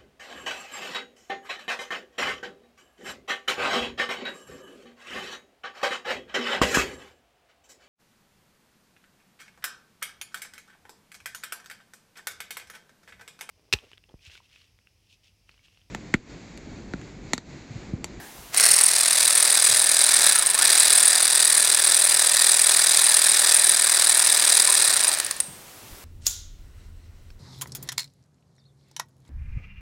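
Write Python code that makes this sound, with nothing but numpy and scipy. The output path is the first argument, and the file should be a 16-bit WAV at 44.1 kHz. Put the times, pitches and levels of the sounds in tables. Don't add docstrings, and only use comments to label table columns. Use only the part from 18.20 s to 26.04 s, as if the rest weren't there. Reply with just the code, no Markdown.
import sys
import numpy as np
from scipy import signal
from scipy.fft import rfft, irfft
from scipy.io import wavfile

SR = 44100
rng = np.random.default_rng(int(sys.argv[2]) if len(sys.argv) > 2 else 0)


def wrap_up_sound(samples):
    columns = np.atleast_2d(samples).T
    tamed = np.clip(columns, -1, 1)
    steps = np.round(tamed * 32767).astype(np.int16)
    wavfile.write(sys.argv[1], SR, steps)


N = 345832

# [f/Hz, relative density/dB]
ROOM_SPECTRUM = [(18, -23), (30, -10), (131, -7.5), (189, -7), (210, -7), (259, -8.5), (295, -8),
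                 (988, -10), (1220, -12), (3870, -15), (11100, -16.5), (12000, -16), (16000, -20.5)]
ROOM_NOISE_DB = -45.5
# [f/Hz, width/Hz, starting level/dB]
FADING_RING = [(288, 62, -48), (810, 59, -46.5), (1700, 180, -46.5)]
# [t/s, starting level/dB, f/Hz, width/Hz, t60/s]
SOFT_BUMPS = [(.17, -47, 60, 60, 0.63), (.5, -42, 130, 80, .35), (1.485, -33, 116, 70, 0.16),
              (6.479, -22, 1015, 70, 0.12), (7.275, -42, 128, 150, 0.39), (7.33, -46, 170, 200, 0.17),
              (7.62, -48, 110, 70, .5), (7.706, -32, 52, 40, 0.19)]
GARAGE_T60_S, GARAGE_DB = 0.48, -8

# [t/s, speed/(strokes per s)]
MOTOR_SPEED = [(0.36, 27.76), (0.46, 39.46), (0.75, 41.25), (1.12, 40.22), (1.25, 41.07), (2.02, 40.13),
               (2.2, 27.78), (2.35, 21.63), (2.46, 39.18), (3.07, 40.55), (4.36, 40.06), (5.93, 39.77),
               (6.61, 39.94), (6.87, 23.3), (6.93, 18.3), (7.2, 5)]
# [t/s, level/dB]
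TOOL_LOAD = [(.35, 1.5), (.45, 4.5), (.68, -4.5), (1.15, -2), (1.5, 0.3), (1.62, -2), (2.05, 1.6),
             (2.33, -1), (2.43, 3.0), (3.0, -0.1), (3.55, -0.5), (5.3, 1.03), (5.62, -0.85), (6.25, 0.65),
             (6.8, 0.5)]
FULL_SPEED = 40
FIRST_STROKE_S, LAST_STROKE_S = 0.364, 6.955
SEATING_S, SEATING_LAG_S = 0.57, 0.21
BREAKS_FREE_S, TIGHT_BOLT_DB = 0.645, 1
LET_GO_S = 6.61

# [f/Hz, relative density/dB]
HOUSING_SPECTRUM = [(60, -35), (200, -20.5), (290, -14), (370, -6), (480, -11.5), (650, -3), (1200, -3),
                    (1700, -1.5), (2050, 1), (3000, -3), (5000, -0.5), (12000, -11)]
# [f/Hz, width/Hz, lift/dB]
HOUSING_RESONANCES = [(401, 22, 3.5), (573.5, 35, 7), (610, 16, 1), (1777, 280, 7.5), (2054, 62, -12),
                      (2390, 150, -1)]
TRIGGER_S, GEAR_ATTACK_S, STOP_S, GEAR_RELEASE_S = 0.313, 0.03, 7.23, 0.042
GEAR_DB, GEAR_SPEED_POWER = -29, 1.2
COASTING_SPEED = 18.3
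WHINE_DB, WHINE_LOAD_SHARE, WHINE_SPEED_POWER = -14, 1.7, 2.8
WHINE_WOBBLE, WHINE_FLUTTER_DB = 0.06, 4.5
LABOUR_DB, LABOUR_SAG = 6.5, 3.6

# [share of stroke, steel level/dB, knock level/dB, decay/s]
STROKE_CONTACTS = [(0.0, -14, -2, .002), (.1, -16, -3.5, 0.0011), (.275, 1.5, -2.5, 0.0013),
                   (.375, -3, 1, 0.0024), (.49, -3, -1, 0.00079), (.58, -2.5, 1, 0.00092)]
# [t/s, relative steel level/dB, knock level relative to steel/dB]
SINGLE_CLICKS = [(0.3448, -14.5, 4), (0.398, -3, -0.5), (0.4528, 1, -10), (0.61, 4, -16), (0.636, 6, -24),
                 (0.6624, 2, -24), (0.8094, 0, -26), (1.1514, -1, -15), (2.598, 7, -18), (2.855, 5, -23),
                 (2.8792, 6, -27), (4.9683, 0, -6), (5.494, 3, -15), (6.879, -1, -22),
                 (6.9735, -13.5, -5.5), (6.986, -9, -6), (6.9993, -3.5, -4), (7.0464, -8.5, -15),
                 (7.064, -11, -3.5), (7.11, -7.5, -0.5), (7.1644, -16.5, -12), (7.202, 3.5, -15.5)]
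# [f/Hz, relative density/dB]
STEEL_SPECTRUM = [(3000, -53), (6000, -15), (7400, -10), (8600, 0), (9800, 1.5), (11000, -13), (12500, -30),
                  (14000, -17), (16000, -46.5)]
# [f/Hz, width/Hz, lift/dB]
STEEL_RESONANCES = [(8425, 340, 8.5), (9354, 153, 8.7), (10050, 58, 5.4), (13100, 240, 17.4)]
# [f/Hz, relative density/dB]
HEAD_SPECTRUM = [(200, -40.5), (600, -16), (1500, -8), (2500, -6.5), (3000, -20), (3500, -3), (4400, -9),
                 (5700, -5.5), (6600, -7), (8000, 1.5), (15000, -21)]
# [f/Hz, width/Hz, lift/dB]
HEAD_RESONANCES = [(4010, 490, 8.6), (4815, 450, 10.4), (5930, 39, 3.9)]
# [f/Hz, level/dB, t60/s]
LONG_RING = [(1798, -63, .5), (7973, -58, .2), (8419, -49.5, .5), (9071, -60, .25), (9954, -58, .2)]
# [swells per turn, depth/dB, share of turn at first crest]
STEEL_TURN_SWELLS = [(1, 1.37, 0.43), (4, 0.94, 0.066)]
# [swells per turn, depth/dB, share of turn at first crest]
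KNOCK_TURN_SWELLS = [(1, 0.78, 0.1), (2, 0.82, 0.23)]
STROKES_PER_TURN = 21
STROKE_COUNT = 280
STEEL_DB, STEEL_LOAD_SHARE, STEEL_SPEED_POWER = -19.5, 0.5, 0.1
KNOCK_DB, KNOCK_LOAD_SHARE, KNOCK_SPEED_POWER = -22, 0.83, 0.56
STEEL_RISE_S, KNOCK_RISE_S = 0.0007, 0.00081

RECORDING_CUTOFF_HZ = 15900


def from_db(db):
    return 10 ** (np.asarray(db) / 20)


def rms_one(x):
    return x / np.sqrt(np.mean(x ** 2) + 1e-20)


def seconds():
    return np.arange(N) / SR


def curve(rows):
    times, values = np.transpose(rows)
    return np.interp(seconds(), times, values)


def drift(rate):
    knots = rng.standard_normal(4000)
    return np.interp(seconds() * rate, np.arange(len(knots)), knots)


def impulses(times, sizes):
    samples = np.clip(times * SR, 0, N - 1).astype(int)
    return np.bincount(samples, sizes, N)


def die_away(x, decay_s):
    return signal.lfilter([1], [1, -np.exp(-1 / (decay_s * SR))], x + 1e-18)


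def ring(x, hz, t60):
    radius = from_db(-60 / (t60 * SR))
    angle = 2 * np.pi * hz / SR
    return signal.lfilter([0, np.sin(angle)], [1, -2 * radius * np.cos(angle), radius ** 2], x + 1e-18)


def noise_around(hz, width):
    t60 = np.log(1000) / (np.pi * width)
    return rms_one(np.gradient(ring(rng.standard_normal(N), hz, t60)))


def colour(x, spectrum, resonances=(), stretch=1):
    size = 8192
    bins = np.arange(size // 2 + 1)
    hz = np.maximum(bins * SR / size, 1) / stretch
    points = np.array(spectrum)
    db = np.interp(np.log(hz), np.log(points[:, 0]), points[:, 1])
    for centre, width, lift in resonances:
        db = db + lift / (1 + (2 * (hz - centre) / width) ** 2)
    cepstrum = irfft(np.log(from_db(db)))
    folded = np.r_[0, 2 * cepstrum[1:size // 2]]
    response = irfft(np.exp(rfft(folded, size)))
    return signal.fftconvolve(x, response / np.linalg.norm(response))[:N]


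def room_noise(fade_t60=0.65):
    steady = from_db(ROOM_NOISE_DB) * colour(rng.standard_normal(N), ROOM_SPECTRUM)
    fading = sum(from_db(db) * noise_around(hz, width) for hz, width, db in FADING_RING)
    return steady + fading * from_db(-60 * seconds() / fade_t60)


def bumps(rise_s=0.0078):
    out = 0
    for start, db, hz, width, t60 in SOFT_BUMPS:
        age = np.maximum(seconds() - start, 0)
        low_pass = signal.butter(2, 2 * hz, fs=SR, output="sos")
        thud = signal.sosfilt(low_pass, noise_around(hz, width))
        out = out + thud * np.minimum(age / rise_s, 1) * from_db(db - 60 * age / t60)
    return out


def garage(x, wall_hz=5000, gap_s=0.009, sway_per_s=0.913):
    t = np.arange(SR) / SR
    tails = rng.standard_normal((4, len(t))) * from_db(-60 * t / GARAGE_T60_S) * (t > gap_s)
    tails = tails / np.linalg.norm(tails[0])
    tails = signal.sosfilt(signal.butter(1, wall_hz, fs=SR, output="sos"), tails)
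    shares = np.array([drift(sway_per_s) for _ in tails])
    shares = shares / np.linalg.norm(shares, axis=0)
    reflections = sum(share * signal.fftconvolve(x, tail)[:N] for share, tail in zip(shares, tails))
    return from_db(GARAGE_DB) * reflections


def seated():
    return 1 - np.exp(-np.maximum(seconds() - SEATING_S, 0) / SEATING_LAG_S)


def seated_colour(x, spectrum, resonances, loose_stretch):
    firm = seated()
    settled = colour(x * np.sqrt(firm), spectrum, resonances)
    loose = colour(x * np.sqrt(1 - firm), spectrum, resonances, loose_stretch)
    return settled + loose


def chatter(per_s, hiss):
    rebounds = (rng.random(N) < per_s / SR) * rng.choice([-1, 1], N)
    return rms_one(rms_one(rebounds) + hiss * rng.standard_normal(N))


def single_clicks(decay_s=0.0026, click_db=-7.5, rise_s=0.00027):
    times, steel_db, knock_db = np.transpose(SINGLE_CLICKS)
    pressures = []
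    for db in (steel_db, steel_db + knock_db):
        strikes = impulses(times, from_db(db + click_db))
        rising = die_away(strikes, rise_s) / (rise_s * SR)
        pressures.append(die_away(rising, decay_s))
    return pressures


def mesh_whine(speed, load_db, pace, mesh_per_stroke=44.0):
    mesh_hz = mesh_per_stroke * speed * (1 + WHINE_WOBBLE * drift(170))
    sag = np.clip((FULL_SPEED - speed) / LABOUR_SAG, 0, 1)
    labour = sag * seated() * (seconds() < LET_GO_S)
    level_db = WHINE_DB + WHINE_LOAD_SHARE * load_db + LABOUR_DB * labour
    level_db = level_db + WHINE_FLUTTER_DB * drift(130)
    tone = np.sin(2 * np.pi * np.cumsum(mesh_hz) / SR)
    return tone * from_db(level_db) * pace ** WHINE_SPEED_POWER


def gears(speed, knock, load_db, load_share=0.47, grind_db=1.0, jolt_db=-2.0):
    starting = np.clip((seconds() - TRIGGER_S) / GEAR_ATTACK_S, 0, 1) ** 2
    stopping = np.clip((STOP_S - seconds()) / GEAR_RELEASE_S, 0, 1)
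    pace = np.minimum(speed / COASTING_SPEED, 1)
    level = from_db(GEAR_DB + load_db) * starting * stopping * pace ** GEAR_SPEED_POWER
    tooth_load = level * np.sqrt(1 - load_share + load_share * knock ** 2)
    jolts = from_db(jolt_db) * single_clicks()[1]
    shaking = np.hypot(from_db(grind_db) * tooth_load, jolts)
    rattle = shaking * chatter(per_s=3000, hiss=0.54)
    grind = seated_colour(rattle, HOUSING_SPECTRUM, HOUSING_RESONANCES, loose_stretch=1.14)
    return grind + tooth_load * mesh_whine(speed, load_db, pace)


def recoil(strokes, force, push_db=-24.0, low_hz=430, high_hz=720, share=0.3008):
    times = np.interp(np.arange(STROKE_COUNT) + share, strokes, seconds())
    pushes = impulses(times, times < LAST_STROKE_S)
    band = signal.butter(2, [low_hz, high_hz], "band", fs=SR, output="sos")
    hum = colour(signal.sosfilt(band, pushes + 1e-18), HOUSING_SPECTRUM, HOUSING_RESONANCES)
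    return from_db(push_db) * force * rms_one(hum)


def swell_db(strokes, swells):
    turns = strokes / STROKES_PER_TURN
    return sum(db * np.cos(2 * np.pi * per_turn * (turns - crest)) for per_turn, db, crest in swells)


def stroke_force(speed, strokes, load_db):
    tight_db = TIGHT_BOLT_DB * (seconds() < BREAKS_FREE_S)
    steel_db = STEEL_DB + STEEL_LOAD_SHARE * load_db + swell_db(strokes, STEEL_TURN_SWELLS) + tight_db
    knock_db = KNOCK_DB + KNOCK_LOAD_SHARE * load_db + swell_db(strokes, KNOCK_TURN_SWELLS)
    pace = speed / FULL_SPEED
    return from_db(steel_db) * pace ** STEEL_SPEED_POWER, from_db(knock_db) * pace ** KNOCK_SPEED_POWER


def stroke_pressure(strokes, speed, slow_loss_db=4.5, slip=0.017, scatter=0.027,
                    stroke_db=0.68, contact_db=1.5):
    stroke = np.arange(STROKE_COUNT) + slip * rng.standard_normal(STROKE_COUNT)
    strength_db = stroke_db * rng.standard_normal(STROKE_COUNT)
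    steel, knock = 0, 0
    for share, steel_db, knock_db, decay_s in STROKE_CONTACTS:
        late, hard, dull = rng.standard_normal((3, STROKE_COUNT))
        times = np.interp(stroke + share + scatter * late, strokes, seconds())
        playing = times < LAST_STROKE_S
        slowness = FULL_SPEED / np.interp(times, seconds(), speed) - 1
        common_db = strength_db - slow_loss_db * share * slowness
        steel_size = playing * from_db(steel_db + common_db + contact_db * hard)
        knock_size = playing * from_db(knock_db + common_db + contact_db * (hard + dull) / 2)
        steel = steel + die_away(impulses(times, steel_size ** 2), decay_s / 2)
        knock = knock + die_away(impulses(times, knock_size ** 2), decay_s / 2)
    steel_pressure = np.sqrt(die_away(steel, STEEL_RISE_S))
    knock_pressure = np.sqrt(die_away(knock, KNOCK_RISE_S))
    return rms_one(steel_pressure), rms_one(knock_pressure)


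def head(steel, knock):
    lone_steel, lone_knock = single_clicks()
    bright = np.hypot(steel, lone_steel) * chatter(per_s=8000, hiss=0.57)
    dull = np.hypot(knock, lone_knock) * chatter(per_s=7000, hiss=0.66)
    clicking = colour(bright, STEEL_SPECTRUM, STEEL_RESONANCES)
    clatter = seated_colour(dull, HEAD_SPECTRUM, HEAD_RESONANCES, loose_stretch=1.12)
    singing = sum(from_db(db) * ring(bright, hz, t60) for hz, db, t60 in LONG_RING)
    return clicking + clatter + singing


def scene():
    speed, load_db = curve(MOTOR_SPEED), curve(TOOL_LOAD)
    strokes = np.cumsum(speed) / SR
    strokes = strokes - np.interp(FIRST_STROKE_S, seconds(), strokes)
    steel, knock = stroke_pressure(strokes, speed)
    steel_force, knock_force = stroke_force(speed, strokes, load_db)
    tool = gears(speed, knock, load_db) + recoil(strokes, knock_force)
    tool = tool + head(steel * steel_force, knock * knock_force)
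    return (room_noise() + bumps() + garage(tool) + tool)[None]


def record(dry, top=0.76):
    rounded = top * np.tanh(dry / top)
    low_pass = signal.ellip(10, 0.1, 80, RECORDING_CUTOFF_HZ, fs=SR, output="sos")
    return signal.sosfilt(low_pass, rounded)


dry = scene()
out = record(dry)
wrap_up_sound(out)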